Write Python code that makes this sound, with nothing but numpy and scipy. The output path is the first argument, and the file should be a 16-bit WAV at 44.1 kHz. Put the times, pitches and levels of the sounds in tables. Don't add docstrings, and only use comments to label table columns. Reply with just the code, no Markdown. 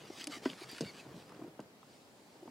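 import sys
import numpy as np
from scipy import signal
from scipy.fft import irfft
from scipy.io import wavfile
from scipy.ndimage import uniform_filter1d

SR = 44100
rng = np.random.default_rng(int(sys.argv[2]) if len(sys.argv) > 2 else 0)


def master(y):
    cut = np.clip(np.atleast_2d(y).T, -1, 1)
    pcm = np.round(cut * 32767)
    wavfile.write(sys.argv[1], SR, pcm.astype(np.int16))


N = 110250

# start in seconds, drive of the pole's ring in dB,
# drive of the hull's boom in dB, factor on the ring times.
BLOWS = [(0.457, -19.5, -53, 1.05), (0.8069, -29, -34, 0.74), (0.833, -57, -36, 0.29),
         (1.592, -36, -45.5, 0.48), (1.602, -42.5, -60.5, 0.89), (2.4758, -35.5, -58, 0.41)]
# pitch in Hz, relative level in dB,
# seconds to fall 60 dB before the blow's factor.
POLE_MODES = [(261, -2, 0.069), (366, -2.5, 0.035), (633, -17.5, 0.068), (986, -13, 0.038),
              (1200, -32, 0.05), (1535, -19, 0.06), (1695, -35, 0.018), (2013, -28.5, 0.081),
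              (3150, -30.5, 0.038)]
# starting pitch in Hz, relative level in dB,
# seconds to fall 60 dB before the blow's factor.
HULL_MODES = [(143, -5, 0.25), (208.7, 1.5, 0.18), (302, -5, 0.22), (461.4, 2.5, .11), (615, -20, 0.29)]
HULL_SAG_PER_S = 1.88


def knocks():
    out = np.zeros((2, N))
    for start, pole_db, hull_db, ring_factor in BLOWS:
        pole = amp(pole_db) * ring(POLE_MODES, ring_factor)
        hull = amp(hull_db) * ring(HULL_MODES, ring_factor, HULL_SAG_PER_S)
        add(out, start, pole + hull)
    return out


BUILD_CYCLES = 0.65
MODE_SCATTER = 0.15


def ring(modes, ring_factor, sag=0):
    t = np.arange(8192) / SR
    out = 0
    for k, (hz, db, t60) in enumerate(modes):
        rattle = burst(lambda f: peaks([(hz, hz / 4, 0)], f))[0]
        polarity = (-1) ** k
        tone = polarity * np.sin(2 * np.pi * hz * t * (1 - sag * t / 2))
        swell = 1 - np.exp(-(t * hz / BUILD_CYCLES) ** 2)
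        decay = amp(db - 60 * t / (t60 * ring_factor))
        out = out + (tone + MODE_SCATTER * rattle) * decay * swell
    return out


# start in seconds, level in dB before the decay,
# centre of the emphasis in Hz, its spread in octaves, decay time constant in seconds.
SNAPS = [(0.218, -43, 3150, 0.1, 0.0049), (0.242, -35.5, 6500, 0.95, 0.0021),
         (0.271, -33, 6600, 1.2, 0.003), (0.455, -38.5, 2090, 0.9, 0.0067),
         (0.5, -37.5, 3020, 0.27, 0.0023), (0.533, -39, 2200, 0.31, 0.00077),
         (0.782, -42, 2700, 0.92, 0.0051), (0.808, -38.5, 5200, 0.65, 0.0074),
         (1.293, -54.5, 1600, 2.5, 0.0062), (1.347, -55, 900, 2.2, 0.0045),
         (1.4163, -48.5, 690, 0.56, 0.0067), (1.593, -44, 700, 0.8, 0.0072),
         (1.6025, -50.5, 5100, 0.85, 0.0021), (1.83, -51.5, 844, 0.5, .005),
         (2.478, -47.5, 690, 0.36, 0.0049)]
# centre in Hz, width in Hz, relative level in dB.
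SNAP_RESONANCES = [(1060, 2100, 2), (2880, 110, -2), (4670, 300, -0.5), (5280, 96, -0.5), (6310, 180, -4.5),
                   (8030, 810, -9.5), (10220, 850, -5)]
# start in seconds, level in dB before the decay,
# decay time constant in seconds.
TINY_TICKS = [(0.607, -46, .0004), (.631, -47, .001), (0.696, -51, .0008), (.7146, -39.5, 0.00087),
              (.7817, -45, .0005), (0.861, -51, 0.0009)]
# frequency in Hz, relative level in dB per Hz.
TICK_SPECTRUM = [(5000, -35), (10300, 9), (12000, -8), (16000, -6)]


def clicks():
    out = np.zeros((2, N))
    for start, db, centre_hz, octaves, decay_s in SNAPS:
        def snap_colour(hz):
            distance = np.log2((hz + 1) / centre_hz) / octaves
            return peaks(SNAP_RESONANCES, hz) * np.exp(-.5 * distance ** 2)
        add(out, start, amp(db) * snap(snap_colour, decay_s))
    for start, db, decay_s in TINY_TICKS:
        add(out, start, amp(db) * snap(lambda hz: amp(read(TICK_SPECTRUM, hz)), decay_s))
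    return out


CLICK_RISE_S = 0.00018


def snap(gain, decay_s):
    noise = burst(gain)
    t = np.arange(noise.shape[1]) / SR
    shape = np.minimum(t / CLICK_RISE_S, 1) * np.exp(-t / decay_s)
    return unit(noise * shape) * np.sqrt(np.mean(shape ** 2))


# time in seconds, level in dB.
RUB_LEVEL = [(0, -60.5), (.15, -56.5), (.21, -47.5), (.26, -59), (.285, -64.5), (.325, -47), (.365, -49),
             (.405, -64.5), (.45, -50.5), (.50, -51.5), (.55, -58.5), (.635, -51.5), (.665, -59.5),
             (.70, -49), (.74, -52), (.80, -55), (.89, -54.5), (.93, -61), (1.0, -54), (1.07, -69),
             (1.2, -60), (1.25, -66.5), (1.52, -75.5)]
# frequency in Hz, relative level in dB per Hz.
RUB_SPECTRUM = [(100, -59), (400, -6.5), (1000, -1), (2800, 1.5), (4000, -1.5), (4750, 1.5), (5500, -3.5),
                (7100, -7), (8000, -7), (9200, -11), (10200, -10.5), (11800, -16.5), (16000, -21.5)]
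GRAINS_PER_S, GRAIN_SPREAD_DB, RUB_PATCHY_DB = 9000, 2, 3.5
SCRAPE_START_S, SCRAPE_LENGTH_S, SCRAPE_DB = 0.316, 0.06, -49.5
# centre in Hz, width in Hz, relative level in dB.
SCRAPE_RESONANCES = [(1202, 23, 7.5), (2124, 150, 4), (2970, 130, 1.5)]
# start in seconds, length in seconds, highest pitch in Hz,
# level of that pitch in dB, level of its octave in dB.
SQUEAL_NOTES = [(0.624, 0.024, 2310, -58, -56), (0.687, 0.053, 2444, -62, -52.5),
                (0.845, 0.065, 2298, -55, -55), (0.975, 0.049, 2636, -58.5, -76)]
# time in seconds, level in dB.
SWISH_LEVEL = [(1.7, -80), (1.95, -68), (2.15, -72.5), (2.3, -70), (2.5, -72.5)]
# frequency in Hz, relative level in dB per Hz.
SWISH_SPECTRUM = [(500, -30), (2000, -2.5), (4900, 0.5), (6400, -6), (7700, -4), (10500, -10.5),
                  (16000, -45)]


def rubbing():
    slips = grains(GRAINS_PER_S, GRAIN_SPREAD_DB)
    out = level(RUB_LEVEL) * texture(slips, RUB_SPECTRUM, NEAR_LIKENESS, RUB_PATCHY_DB)
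    add(out, SCRAPE_START_S, amp(SCRAPE_DB) * stroke(SCRAPE_LENGTH_S, SCRAPE_RESONANCES))
    for start, length, hz, pitch_db, octave_db in SQUEAL_NOTES:
        add(out, start, amp(pitch_db) * squeal(length, hz))
        add(out, start, amp(octave_db) * squeal(length, 2 * hz))
    noise = rng.standard_normal((2, N))
    swish = level(SWISH_LEVEL) * texture(noise, SWISH_SPECTRUM, NEAR_LIKENESS, patchy_db=3)
    return out + swish


def stroke(length, resonances):
    sound = burst(lambda hz: peaks(resonances, hz))[:, :int(length * SR)]
    return unit(sound) * arch(sound.shape[1])


SQUEAL_WIDTH_HZ = 140
SQUEAL_ARCH = 0.0784


def squeal(length, hz):
    swell = arch(int(length * SR))
    turns = np.cumsum(hz * (1 - SQUEAL_ARCH * (1 - swell))) / SR
    slow_noise = burst(lambda f: peaks([(0, SQUEAL_WIDTH_HZ, 0)], f))[0]
    waver = signal.hilbert(slow_noise)[:len(swell)]
    note = (waver * np.exp(-2j * np.pi * turns)).real
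    return swell * unit(note)


# time of the peak in seconds, level in dB, pitch in Hz,
# seconds from the peak until the swell has fallen to 1/e.
HOLLOW_NOTES = [(0.105, -37, 346, 0.0036), (0.279, -38, 294, 0.0072), (0.299, -43.5, 284, 0.013),
                (0.373, -42, 297, 0.0035), (0.501, -47.5, 264, 0.013), (0.531, -49, 180, 0.0082),
                (0.62, -41, 358, 0.0043), (.67, -56.5, 131, 0.038), (0.732, -42, 268, 0.0019),
                (.822, -35.5, 186, 0.0084), (.859, -41.5, 133, 0.0041), (1.069, -45.5, 297, 0.0058),
                (1.089, -52, 133, 0.021), (1.16, -48.5, 170, 0.0089), (1.395, -41, 330, 0.0023),
                (1.414, -47, 357, 0.0023), (1.424, -37.5, 310, 0.0041), (1.448, -41.5, 313, 0.0082),
                (1.468, -47, 336, 0.006), (1.482, -42, 340, 0.0024), (1.52, -57, 308, 0.022),
                (2.432, -43.5, 347, 0.0062), (2.46, -46.5, 346, 0.0037)]
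SPLASH_HZ, SPLASH_WIDTH_HZ = 590, 260
SPLASH_DB = -15.5


def plops_and_thuds():
    out = np.zeros((2, N))

    def splash_colour(f):
        return peaks([(SPLASH_HZ, SPLASH_WIDTH_HZ, 0)], f) * (f / (f + SPLASH_HZ)) ** 2
    for peak_s, db, hz, half_s in HOLLOW_NOTES:
        splash = burst(splash_colour)
        t = (np.arange(splash.shape[1]) - splash.shape[1] / 2) / SR
        note = np.sin(2 * np.pi * hz * t)
        swell = np.exp(-(t / half_s) ** 2)
        add(out, peak_s + t[0], amp(db) * swell * (note + amp(SPLASH_DB) * splash))
    return out


# time in seconds, level in dB.
SLOSH_LEVEL = [(0, -53.5), (.15, -61), (.5, -52.5), (.62, -64), (.85, -55.5), (.95, -59), (1.11, -53.5),
               (1.3, -56), (1.43, -53), (1.55, -63.5), (1.62, -57), (1.72, -67), (2.3, -66), (2.5, -61.5)]
# frequency in Hz, relative level in dB per Hz.
SLOSH_SPECTRUM = [(30, -10), (70, -13.5), (135, -3), (300, -1), (500, -5.5), (800, -11.5), (1500, -20),
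                  (4000, -31.5), (16000, -40.5)]


def sloshing():
    lumps = grains(per_s=2500, spread_db=1.5)
    return level(SLOSH_LEVEL) * texture(lumps, SLOSH_SPECTRUM, NEAR_LIKENESS, patchy_db=2)


# frequency in Hz, relative level in dB per Hz.
AIR_SPECTRUM = [(30, -20), (140, -2.5), (400, -4.5), (800, -6), (1300, -13), (6000, -22.5), (15500, -27.5)]
# frequency in Hz, left-right likeness from -1 to 1.
AIR_LIKENESS = [(400, 0.82), (1000, 0.51), (2400, -0.59), (15000, -0.23)]
AIR_DB = -61.5


def open_air():
    noise = rng.standard_normal((2, N))
    return amp(AIR_DB) * texture(noise, AIR_SPECTRUM, AIR_LIKENESS, patchy_db=-1.5)


DECK_T60_S = 0.042


def deck(x):
    t = np.arange(8192) / SR
    tail = rng.standard_normal((2, len(t))) * amp(-60 * t / DECK_T60_S)
    tail = tail * (t > .003)
    return signal.fftconvolve(x, tail / np.linalg.norm(tail[0]), axes=1)[:, :N]


def texture(drive, colour, likeness, patchy_db):
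    hz, _, z = signal.stft(drive, SR, nperseg=1024, noverlap=768)
    patches = rng.standard_normal(z.shape[1:])
    patches = uniform_filter1d(patches, size=6, axis=0)
    patches = unit(uniform_filter1d(patches, size=8, axis=1))
    gain = amp(read(colour, hz)[:, None] + patchy_db * patches)
    z = pair(*z, read(likeness, hz)[:, None]) * gain
    return unit(signal.istft(z, nperseg=1024, noverlap=768)[1][:, :N])


def grains(per_s, spread_db):
    size = amp(spread_db * np.minimum(rng.exponential(1, N), 4))
    return rng.standard_normal((2, N)) * size * (rng.random(N) < per_s / SR)


# frequency in Hz, left-right likeness from -1 to 1.
NEAR_LIKENESS = [(400, 0.98), (1200, 0.88), (7000, 1), (10000, 0.11)]


def burst(gain, size=8192):
    hz = np.fft.rfftfreq(size, 1 / SR)
    a, b = np.exp(2j * np.pi * rng.random((2, len(hz))))
    return unit(irfft(pair(a, b, read(NEAR_LIKENESS, hz)) * gain(hz)))


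def pair(a, b, likeness):
    c = np.clip(likeness, -1, 1)
    mid = np.sqrt((1 + c) / 2) * a
    side = np.sqrt((1 - c) / 2) * b
    return np.array([mid + side, mid - side])


def peaks(table, hz):
    return sum(amp(db) / (1 + ((hz - f) / width) ** 2 * 2) for f, width, db in table)


def arch(size):
    return np.sin(np.linspace(0, np.pi, size)).clip(0) ** .5


def amp(db):
    return 10 ** (np.asarray(db) / 20)


def unit(x):
    return x / np.sqrt(np.mean(x ** 2) + 1e-20)


def read(points, hz):
    f, value = np.transpose(points)
    return np.interp(np.log(hz + 1), np.log(f), value)


def level(points):
    return amp(np.interp(np.arange(N) / SR, *np.transpose(points)))


def add(mix, s, sound):
    part = mix[:, max(round(s * SR), 0):][:, :sound.shape[-1]]
    part += sound[..., :part.shape[1]]


LEFT_DB = 0.2
DECK_DB = -24.5


def scene():
    low = knocks() + plops_and_thuds()
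    sharp = clicks()
    balance = amp([[LEFT_DB], [-LEFT_DB]])
    body = (low + sloshing() + open_air()) * balance
    return body + sharp + rubbing() + amp(DECK_DB) * deck(low + sharp)


LOW_CUT_HZ, EDGE_HZ = 95, 15900


def record(dry):
    bass_cut = signal.butter(2, LOW_CUT_HZ, "highpass", fs=SR, output="sos")
    thin = signal.sosfilt(bass_cut, dry)
    band_limit = signal.firwin(511, EDGE_HZ, window=("kaiser", 9), fs=SR)
    return signal.oaconvolve(thin, band_limit[None], "same")


dry = scene()
out = record(dry)
master(out)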